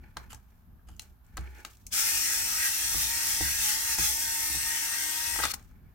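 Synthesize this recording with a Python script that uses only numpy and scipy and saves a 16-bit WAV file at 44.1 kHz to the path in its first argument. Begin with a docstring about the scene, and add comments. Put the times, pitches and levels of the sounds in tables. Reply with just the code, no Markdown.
"""In a quiet workshop, a small cordless screwdriver is set on a screw in a steel plate with taps, clicks and scrapes.
Then it runs: tones locked to the shaft whine over gear and brush noise, and sag when the thread binds.
Contacts ring the plate, jolts swing the bench, and sliding hands and a skidding bit make rough noise.
A low rumble and faint hiss lie behind; two close microphones hear it all."""
import sys
import numpy as np
from scipy import signal
from scipy.fft import rfft, irfft, next_fast_len
from scipy.io import wavfile
from scipy.ndimage import uniform_filter1d, map_coordinates

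SR = 44100
rng = np.random.default_rng(int(sys.argv[2]) if len(sys.argv) > 2 else 0)


def gain_from_db(level_db):
    """Convert decibel levels to linear amplitude factors (20 dB per decade)."""
    decades = np.asarray(level_db, float) / 20
    return 10 ** decades


def store_pcm(level_fs):
    """Save levels as 16-bit WAV."""
    pcm = np.round(np.clip(level_fs, -1, 1) * 32767).astype(np.int16)
    wavfile.write(sys.argv[1], SR, np.atleast_2d(pcm).T)


N = 261954  # length in samples

# noise of the running tool, and the burst of a last tap at 5.54 s, before strain is added:
# (time [s], hiss [dB], gearbox growl re hiss [dB])
HISS_AND_GROWL = [(1.908, -53, -4), (1.93, -29.5, -7), (1.99, -25.5, -9.5), (2.49, -29, -8),
                  (3.55, -30, -7.5), (3.93, -30, -8), (3.975, -35.5, -6.5), (3.99, -30.5, -7.5),
                  (4.16, -30, -10), (4.4, -29.5, -7.5), (5.38, -31.5, -7), (5.41, -33.5, -7),
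                  (5.44, -31, 1.5), (5.495, -41, 0.5), (5.518, -30.5, -6), (5.53, -67.5, 12),
                  (5.54, -30, -7), (5.58, -77, -13)]
# shaft speed while the thread runs free: (time [s], speed [turns per s])
FREE_SPEED = [(1.9, 277), (1.976, 281), (2.04, 299), (2.195, 304.5), (2.39, 302.5), (2.49, 310),
              (2.8, 308.5), (4.2, 307.5), (4.4, 303), (4.66, 304), (5.17, 310.8), (5.36, 312), (5.55, 321)]
# moments when the thread binds: (time [s], half length [s], speed lost [turns per s])
BINDS = [(2.68, .06, 10), (3.03, .065, 16), (3.335, .055, 14.5), (3.485, .05, 7.5), (3.7, .075, 24),
         (3.955, .04, 13), (4.07, .07, 28)]
# brush and gear-tooth noise before the shell colours it: (frequency [Hz], density [dB per Hz])
HISS_COLOUR = [(2350, -34.5), (4000, -9.5), (4900, -10), (5320, 0.5), (6190, 0), (7080, -1), (8290, -1),
               (10800, -3), (14000, -3), (16000, -5.5)]
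# gearbox noise before the shell colours it: (frequency [Hz], density [dB per Hz])
GROWL_COLOUR = [(900, -54), (1030, -18), (1240, -6), (1450, -5.5), (1640, -3), (1770, -13), (1860, -0.5),
                (2320, -2.5), (2500, -4), (3150, -4.5), (3400, -3.5), (4050, -9), (5000, -5.5), (6500, -22),
                (11000, -120)]
# resonances of the tool's shell: (frequency [Hz], width [Hz], level [dB])
SHELL_PEAKS = [(1622, 110, 0), (1609, 36, 1), (1810, 48, -8), (2170, 28, -10), (2520, 98, -9.5),
               (3320, 63, -17), (4370, 110, -6.5), (5450, 410, 4), (6360, 140, -12.5), (7100, 60, -7.5),
               (8270, 94, -10.5), (9650, 130, -27), (12600, 120, -11), (15700, 180, -19.5)]
# the housing shaking plate and bench: (frequency [Hz], density [dB per Hz])
DRONE_COLOUR = [(150, -29), (250, -9), (400, -11), (700, -7), (900, 2), (1000, -13), (1200, -22),
                (2500, -120)]
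# commutator hum, first gear whine, second gear whine, tooth whistle:
# (start level [dB], end level [dB], change with drag [dB per turn per s], waver [dB])
TONE_LEVELS = [(-56, -49, 0.16, 4), (-48.5, -45, -.5, 0), (-45, -55.5, -0.26, -2), (-45, -45, -0.66, 3)]
# shaft orders in each of those four groups: (multiple of shaft speed [-], level in group [dB])
TONE_ORDERS = [
    [(3, -1.5)],
    [(5, -7), (6, -2.5), (7, -3), (9, -8)],
    [(17.32, -1), (18, 1), (18.66, 2), (24, -3)],
    [(27, 0.5)],
]
# the tool tilts as the screw comes out: (time [s], left over right [dB])
TILT = [(1.9, 0.5), (3, -0.5), (4.5, -0.5), (5.5, 3)]
# the tool at the two microphones: (frequency [Hz], left over right [dB])
TOOL_BALANCE = [(60, 0), (110, 0), (200, 1), (380, 0.5), (700, 2), (1290, 2), (2380, 0.5), (4400, 6),
                (8120, 3), (15000, -2)]
# paths round the hands differ at the two microphones: (frequency [Hz], left leads by [radians])
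LEFT_LEAD = [(0, -0.5), (1210, 1.35), (1640, -6.0), (1980, -7), (4050, -24), (4480, -28), (6200, -26.5),
             (6890, -30.5), (7840, -28.5), (8270, -30.5), (10100, -41), (10900, -42), (13600, -53.5),
             (16500, -78)]
# contacts of bit, screw, plate and trigger:
# (time [s], ring [dB], low knock re ring [dB], bright tick re ring [dB], time to fall 60 dB [s])
TAPS = [(.169, -25.5, 0, -5.5, 0.025), (0.33, -34, -3, 1, 0.01), (0.346, -44, -1, 8.5, .017),
        (.793, -80, 20, 0, 0.02), (.887, -51.5, 4.5, 3, .028), (.965, -66, -13, 21, .01),
        (0.995, -27, -17.5, 1, 0.015), (1.019, -53.5, -4, 16, .02), (1.265, -70, -10, 17, .01),
        (1.37, -32.5, -1.5, 5, 0.022), (1.377, -28, -3.5, -17, 0.027), (1.41, -55.5, -8, 12, 0.0068),
        (1.585, -56, -8, 12, .008), (1.603, -54, -8, 10, .008), (1.649, -24, -10.5, -5, 0.018),
        (1.712, -60, -14, 15, .008), (1.77, -57, -8, 11, 0.0097), (1.866, -37.5, -44, 10, 0.022),
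        (3.268, -27, -14, 8, .017), (3.985, -30, 2, 11, 0.047), (5.359, -41, 13.5, 12, 0.028),
        (5.389, -32.5, 10, -1, 0.017), (5.399, -33.5, 13, -1, 0.029), (5.436, -19.5, -0.5, -2, 0.029),
        (5.452, -18, 0.5, 0.5, 0.023), (5.508, -33.5, -15, 3.5, 0.023), (5.537, -30.5, 1, 3.5, 0.038),
        (5.595, -50, -1, 2, .016), (5.626, -54.5, -7, 3.5, .02), (5.647, -64, -4, 7, .022),
        (5.712, -66.5, 11, 4.5, .02)]
# ringing modes of the steel plate: (frequency [Hz], level [dB], time to fall 60 dB [s])
PLATE_MODES = [(858, -10.5, 0.061), (1275, 2, 0.015), (1583, -2.5, 0.03), (1990, -3.5, 0.03),
               (2425, -3.5, 0.019), (2714, -7.5, 0.023), (4130, 3, 0.0083), (5280, -17.5, 0.024),
               (6440, -10, .02), (7670, -6, 0.026)]
# the room's answer: (frequency [Hz], time to fall 60 dB [s])
ROOM_DECAY = [(200, 0.52), (2000, 0.2), (10000, 0.13)]
# jolts into the bench: (time [s], sway [dB], dull knock re sway [dB])
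JOLTS = [(0.166, -42.5, -9), (0.896, -44.5, -13), (1.383, -29.5, -13.5), (2.945, -33.5, -8),
         (3.001, -46.5, -16), (3.409, -31, -3), (3.89, -45, -14), (3.986, -33.5, -4.5), (4.059, -41, -21),
         (4.501, -39.5, -12), (4.548, -42, -2.5), (5.386, -38, -11.5), (5.438, -41, -9.5)]
# higher modes of the bench: (frequency [Hz], level [dB], time to fall 60 dB [s])
BENCH_MODES = [(142.3, -3, 0.25), (209, -9, 0.12), (320, -0.5, 0.1), (462, -5.5, 0.052), (782, 4.5, 0.024)]
# loose parts of the bench after a jolt: (frequency [Hz], density [dB per Hz])
SHUDDER_COLOUR = [(60, -29), (110, 3), (200, -10), (400, -22), (700, -31), (1200, -120)]
# hands sliding on the plate: (start [s], length [s], scrape [dB], dry rustle [dB])
STROKES = [(0, 0.15, -68, -78), (0.184, 0.047, -58.5, -66), (.36, 0.26, -78.5, -78),
           (1.022, 0.023, -69, -62.5), (1.24, 0.15, -72.5, -76), (1.387, .225, -57, -66.5),
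           (1.657, 0.084, -73.5, -64), (1.547, 0.058, -80, -67), (1.797, 0.029, -87, -71),
           (5.557, 0.026, -66, -60), (5.693, 0.27, -78.5, -86)]
# the bit skids over the screw head: (start [s], level [dB], rise [s], time to fall 60 dB [s])
SKIDS = [(.292, -46.5, 0.034, .12), (.868, -60.5, 0.014, 0.48)]
# plate resonances under sliding hands: (frequency [Hz], width [Hz], level [dB])
SCRAPE_PEAKS = [(340, 100, -4), (853, 57, -1.5), (1456, 80, -1), (1740, 75, -0.5), (2267, 230, -4.5),
                (3510, 70, -22), (4180, 170, -21)]
# resonances under the skidding bit: (frequency [Hz], width [Hz], level [dB])
SKID_PEAKS = [(1370, 380, 1), (3020, 300, 3), (4800, 600, -4.5), (6840, 400, -3), (7600, 500, -3),
              (11400, 2300, -6.5)]
# skin and sleeve: (frequency [Hz], density [dB per Hz])
RUSTLE_COLOUR = [(1470, -26), (2500, -6), (4750, -7.5), (6050, -4.5), (9930, -10.5), (13000, -8)]
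# low workshop rumble: (frequency [Hz], density [dB per Hz])
RUMBLE_COLOUR = [(12, -34), (20, -13.5), (59, -4), (112, -13.5), (130, -19), (175, -19), (210, -19.5),
                 (278, -26.5), (313, -37.5), (348, -32.5), (700, -46), (910, -77), (1540, -120)]
# far air and microphone hiss: (frequency [Hz], density [dB per Hz])
AIR_COLOUR = [(350, -61), (600, -11.5), (872, -9), (1230, -11.5), (1650, -14), (2180, -23), (2570, -22.5),
              (8600, -32.5), (14200, -15.5), (16500, -35)]
# left-right likeness of near sounds: (frequency [Hz], likeness [0 to 1])
NEAR_ALIKE = [(60, .6), (130, .4), (290, .9), (640, 0.52), (1400, 0.38), (3000, 0.28), (6000, 0.17),
              (15000, 0.14)]
# left-right likeness of the workshop: (frequency [Hz], likeness [0 to 1])
FAR_ALIKE = [(30, 0.85), (60, 0.83), (130, 0.7), (290, 0.89), (640, 0.157), (1400, 0.022)]

START_S, STOP_S = 1.9, 5.6  # gate on the tool's sound opens, has closed
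SIDE = np.array([[0.5], [-0.5]])  # splits a left-right difference equally


def motor():
    """The shaft drives hiss, growl, drone and tones, which reach the two microphones differently."""
    t = np.arange(N) / SR
    angle = shaft_angle()
    on = np.clip((t - START_S) / 0.029, 0, 1) * np.clip((STOP_S - t) / 0.025, 0, 1)
    # tones and drone start to fade at 5.42 s and last 0.093 s more
    turning = on * np.clip((5.42 - t) / 0.093 + 1, 0, 1)
    drone_in = np.clip((t - 1.92) / 0.033, 0, 1)
    tool = on * gear_noise(angle) + turning * (drone_in * drone() + shaft_tones(angle))

    def paths(hz):
        lead = np.interp(hz, *np.transpose(LEFT_LEAD))
        return gain_from_db(SIDE * along(TOOL_BALANCE, hz)) * np.exp(1j * SIDE * lead)

    return gain_from_db(SIDE * curves(TILT)[0]) * filtered(tool, paths)


def shaft_angle():
    """The shaft spins up quickly, loses speed when the thread binds and is never quite steady."""
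    t = np.arange(N) / SR
    speed = curves(FREE_SPEED)[0] - drag(0)
    spin_up = 1 - 0.3 * np.exp(-np.clip(t - 1.92, 0, None) / 0.025)
    unsteady = 1 + 0.0012 * wobble(60)
    return 2 * np.pi * np.cumsum(speed * spin_up * unsteady) / SR


def drag(lead_s):
    """Turns per second lost to the binding thread, read lead_s ahead of time."""
    t = np.arange(N) / SR + lead_s
    return sum(lost * np.exp(-((t - s) / half) ** 2) for s, half, lost in BINDS)


def gear_noise(angle):
    """Brush and tooth noise throbs with each turn and each of three commutator bars, coloured by the shell."""
    turns = angle / (2 * np.pi)
    throb = 1 + 0.15 * np.cos(angle) + 0.15 * np.cos(3 * angle)
    # teeth meet unevenly
    chatter = throb * gain_from_db(0.84 * np.tanh(wobble(1500)) + 0.49 * wobble(30))

    def through_shell(colour):
        return lambda hz: gain_from_db(along(colour, hz)) * np.abs(0.76 + resonances(SHELL_PEAKS, hz))

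    hiss_rattle = gear_rattle(turns, repeat_share=0.55, renew_rate=7)
    growl_rattle = gear_rattle(turns, repeat_share=0.7, renew_rate=6)
    hiss = pair(through_shell(HISS_COLOUR), chatter, patchy_db=2.0, source=hiss_rattle)
    growl = pair(through_shell(GROWL_COLOUR), chatter, patchy_db=3.6, source=growl_rattle)
    hiss_db, growl_db = curves(HISS_AND_GROWL)
    # the noise swells with the load, a little before the shaft slows
    hiss_db = hiss_db + 0.2037 * drag(0.025)
    return gain_from_db(hiss_db) * (hiss + gain_from_db(growl_db) * growl)


def gear_rattle(turns, repeat_share, renew_rate):
    """Tooth flaws return with every carrier turn and wear into new patterns, giving close, short-lived lines."""
    carrier_turns = 8.7  # shaft turns until the same planet teeth meet again
    teeth = round(carrier_turns * SR / 306)  # noise values in one pattern
    place = (turns / carrier_turns % 1 * teeth).astype(int)
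    age = np.arange(N) * renew_rate / SR
    old, fade = age.astype(int), np.pi / 2 * (age % 1)
    flaws = rng.standard_normal((2, 100, teeth))
    repeated = np.cos(fade) * flaws[:, old, place] + np.sin(fade) * flaws[:, old + 1, place]
    fresh = rng.standard_normal((2, N))
    return np.sqrt(repeat_share) * repeated + np.sqrt(1 - repeat_share) * fresh


def drone():
    """The housing shakes plate and bench: low noise of drifting level."""
    return gain_from_db(-56.5 + wobble(8)) * pair(lambda hz: gain_from_db(along(DRONE_COLOUR, hz)))


def shaft_tones(angle):
    """Unbalance hums once per turn; commutator and gears whine at multiples of the shaft speed."""
    t = np.arange(N) / SR
    load = drag(0)
    progress = (t - START_S) / (STOP_S - START_S)
    fade_in_db = -25 * np.exp(-np.clip(t - START_S, 0, None) / 0.03)
    # 3 dB turns a sine's rms level into its peak
    tones = gain_from_db(-62.5 + 3 + 1.5 * wobble(12)) * np.sin(angle)
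    for orders, (start_db, end_db, drag_db, waver_db) in zip(TONE_ORDERS, TONE_LEVELS):
        group_db = start_db + (end_db - start_db) * progress + drag_db * load
        group_db = group_db + waver_db * np.tanh(wobble(9)) + fade_in_db
        for multiple, db in orders:
            gain = gain_from_db(group_db + db + 3 + 2.6 * np.tanh(wobble(40)))
            tones = tones + gain * np.sin(multiple * angle + rng.uniform(0, 2 * np.pi))
    return tones


def taps():
    """Each contact is a noisy crack plus the plate's modes; longer contacts start more softly."""
    out, t = np.zeros((2, N + SR)), np.arange(SR // 8) / SR
    for s, db, low_db, top_db, t60 in TAPS:
        ring = 0
        for hz, level, life in PLATE_MODES:
            fall_db = level + rng.normal(0, 3.84) - 60 * t / np.clip(life, 0.005, 0.12)
            ring = ring + gain_from_db(fall_db) * np.sin(2 * np.pi * hz * t)
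        shared, own = rng.standard_normal(len(t)), rng.standard_normal((2, len(t)))
        decay = gain_from_db(-60 * t / t60) + 0.12 * gain_from_db(-60 * t / 0.088)  # with a weak, longer tail
        crack = decay * (shared + 1.21 * own)
        rise = 1 - np.exp(-t / (0.024 * t60))
        colour = [(250, low_db - 4.5), (600, low_db), (1750, low_db), (2200, -8.0), (4500, -5.5),
                  (6000, top_db - 3.5), (16000, top_db - 15.5)]
        # 64 samples of space before the hit
        hit = np.pad(rise * (0.6 * ring + crack), ((0, 0), (64, 0)))
        hit = filtered(hit, lambda hz: gain_from_db(along(colour, hz)))
        out[:, round(s * SR) - 64:][:, :hit.shape[1]] += gain_from_db(db + np.array([[1.2], [-1.2]])) * hit
    return out[:, :N]


def bench():
    """A jolt swings the bench top at its lowest mode, knocks its higher modes and shakes loose parts."""
    out, t = np.zeros((2, N + SR)), np.arange(SR // 2) / SR
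    skew = 0.51 * np.array([[1], [-1]])  # the two microphones feel the sway out of step
    for s, db, knock_db in JOLTS:
        hz = 65.1 * (1 + 0.051 * rng.standard_normal())
        swing = gain_from_db(-60 * t / 0.53) * np.sin(2 * np.pi * hz * t + skew) * (1 - np.exp(-t / 0.0066))
        knock = 0
        for mode_hz, level, life in BENCH_MODES:
            phase = 0.36 * skew + rng.uniform(-0.71, 1)
            knock = knock + gain_from_db(level - 60 * t / life) * np.sin(2 * np.pi * mode_hz * t + phase)
        shudder = filtered(rng.standard_normal((2, len(t))), lambda f: gain_from_db(along(SHUDDER_COLOUR, f)))
        shake = gain_from_db(-60 * t / 0.3) * (1 - np.exp(-t / 0.0039))
        knock = knock + 0.9 * shake * gain_from_db([[-2.5], [2.5]]) * unit(shudder)
        jolt = gain_from_db([[-0.6], [0.6]]) * swing + gain_from_db(knock_db) * knock
        out[:, round(s * SR):][:, :len(t)] += gain_from_db(db) * jolt
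    return out[:, :N]


def handling():
    """Grainy friction excites the plate's broad resonances; the bit skids; skin and sleeve rustle above."""
    slides = np.array([stroke(s, 0.0027, length, 0.36) for s, length, *_ in STROKES])
    scrape_gain, rustle_gain = gain_from_db(np.transpose(STROKES)[2:]) @ slides
    skid_gain = sum(gain_from_db(db) * stroke(s, rise_s, 0, t60) for s, db, rise_s, t60 in SKIDS)
    scrape = pair(lambda hz: resonances(SCRAPE_PEAKS, hz), gain_from_db(2 * wobble(120)))
    skid = pair(lambda hz: resonances(SKID_PEAKS, hz), gain_from_db(3.2 * wobble(260)))
    rustle = pair(lambda hz: gain_from_db(along(RUSTLE_COLOUR, hz)), gain_from_db(2.5 * wobble(140)))
    scrape = gain_from_db(3.0 * wobble(25)) * scrape_gain * scrape
    rustle = gain_from_db(wobble(25.14)) * rustle_gain * rustle
    return scrape + skid_gain * skid + rustle


def stroke(start_s, rise_s, hold_s, t60):
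    """Gain that rises, holds and dies away by 60 dB in t60 seconds."""
    t = np.arange(N) / SR - start_s
    return np.clip(t / rise_s, 0, 1) * gain_from_db(-60 * np.clip(t - rise_s - hold_s, 0, None) / t60)


def room(x):
    """Echoes blur into a noisy tail in which each frequency dies at its own speed."""
    hz, t, z = signal.stft(rng.standard_normal((2, SR // 2)), SR, nperseg=256)
    decay = gain_from_db(-60 * t / along(ROOM_DECAY, hz)[:, None])
    tail = signal.istft(z * decay, SR, nperseg=256)[1]
    late = np.pad(x, ((0, 0), (300, 0)))  # the answer starts 300 samples later
    return signal.fftconvolve(late, tail / np.linalg.norm(tail[0]), axes=1)[:, :N]


def workshop():
    """Unsteady low rumble through the bench and a faint steady hiss."""
    rumble = pair(lambda hz: gain_from_db(along(RUMBLE_COLOUR, hz)), alike=FAR_ALIKE)
    air = pair(lambda hz: gain_from_db(along(AIR_COLOUR, hz)), alike=FAR_ALIKE)
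    return gain_from_db(-54 + 4.2 * np.tanh(wobble(9.7))) * rumble + gain_from_db(-70.5) * air


def unit(x):
    """Scaled to rms 1."""
    return x / np.sqrt(np.mean(x ** 2) + 1e-20)


def along(points, hz):
    """Reads a (frequency, value) table on a log frequency axis."""
    f, v = np.transpose(points)
    return np.interp(np.log(hz + 1), np.log(f + 1), v)


def curves(rows):
    """One value per sample for each column after the time."""
    s, *cols = np.transpose(rows)
    return [np.interp(np.arange(N) / SR, s, c) for c in cols]


def wobble(rate):
    """A smooth random curve with rate random points a second."""
    return map_coordinates(rng.standard_normal(int(N * rate / SR) + 4), [np.arange(N) * rate / SR])


def filtered(x, response):
    """x shaped by a gain (and phase) for each frequency."""
    m = next_fast_len(x.shape[-1] + 8192)
    return irfft(rfft(x, m) * response(np.fft.rfftfreq(m, 1 / SR)), m)[..., :x.shape[-1]]


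def resonances(peaks, f):
    """Sum of damped resonances with alternating sign; each rings only after it is struck."""
    total = 0
    for k, (centre, width, db) in enumerate(peaks):
        damping = 1j * f * width
        total = total + (-1) ** k * gain_from_db(db) * damping / (centre * centre - f * f + damping)
    return total


def pair(colour, excite=1, alike=NEAR_ALIKE, patchy_db=0, source=None):
    """Stereo noise of rms 1, sides partly alike; patchy_db adds narrow patches of random gain that come and go."""
    if source is None:
        source = rng.standard_normal((2, N))
    z = signal.stft(excite * source, nperseg=1024)[2]
    # smooth the random gains over frequency, then over time
    field = uniform_filter1d(rng.standard_normal(z.shape[1:]), size=3, axis=0)
    field = uniform_filter1d(field, size=8, axis=1)
    noise = signal.istft(z * gain_from_db(patchy_db * unit(field)), nperseg=1024)[1][:, :N]

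    def mid_and_side(hz):
        turn = np.arccos(np.clip(along(alike, hz), -1, 1)) / 2
        return colour(hz) * [np.cos(turn), np.sin(turn)]

    mid, side = filtered(noise, mid_and_side)
    return unit(np.array([mid + side, mid - side]))


def scene():
    """Everything on the bench, with the room answering the sharp contacts."""
    hits = taps()
    return motor() + hits + gain_from_db(-11.0) * room(hits) + bench() + handling() + workshop()


def low_pass(x):
    """Removes everything above the highest recorded frequency."""
    return signal.sosfilt(signal.butter(12, 16990, fs=SR, output="sos"), x)


def record(dry):
    """Nothing is kept from 16 kHz upwards in the finished mix."""
    mix = filtered(dry, lambda hz: hz < 16000)
    return low_pass(mix)


dry = scene()
out = record(dry)
store_pcm(out)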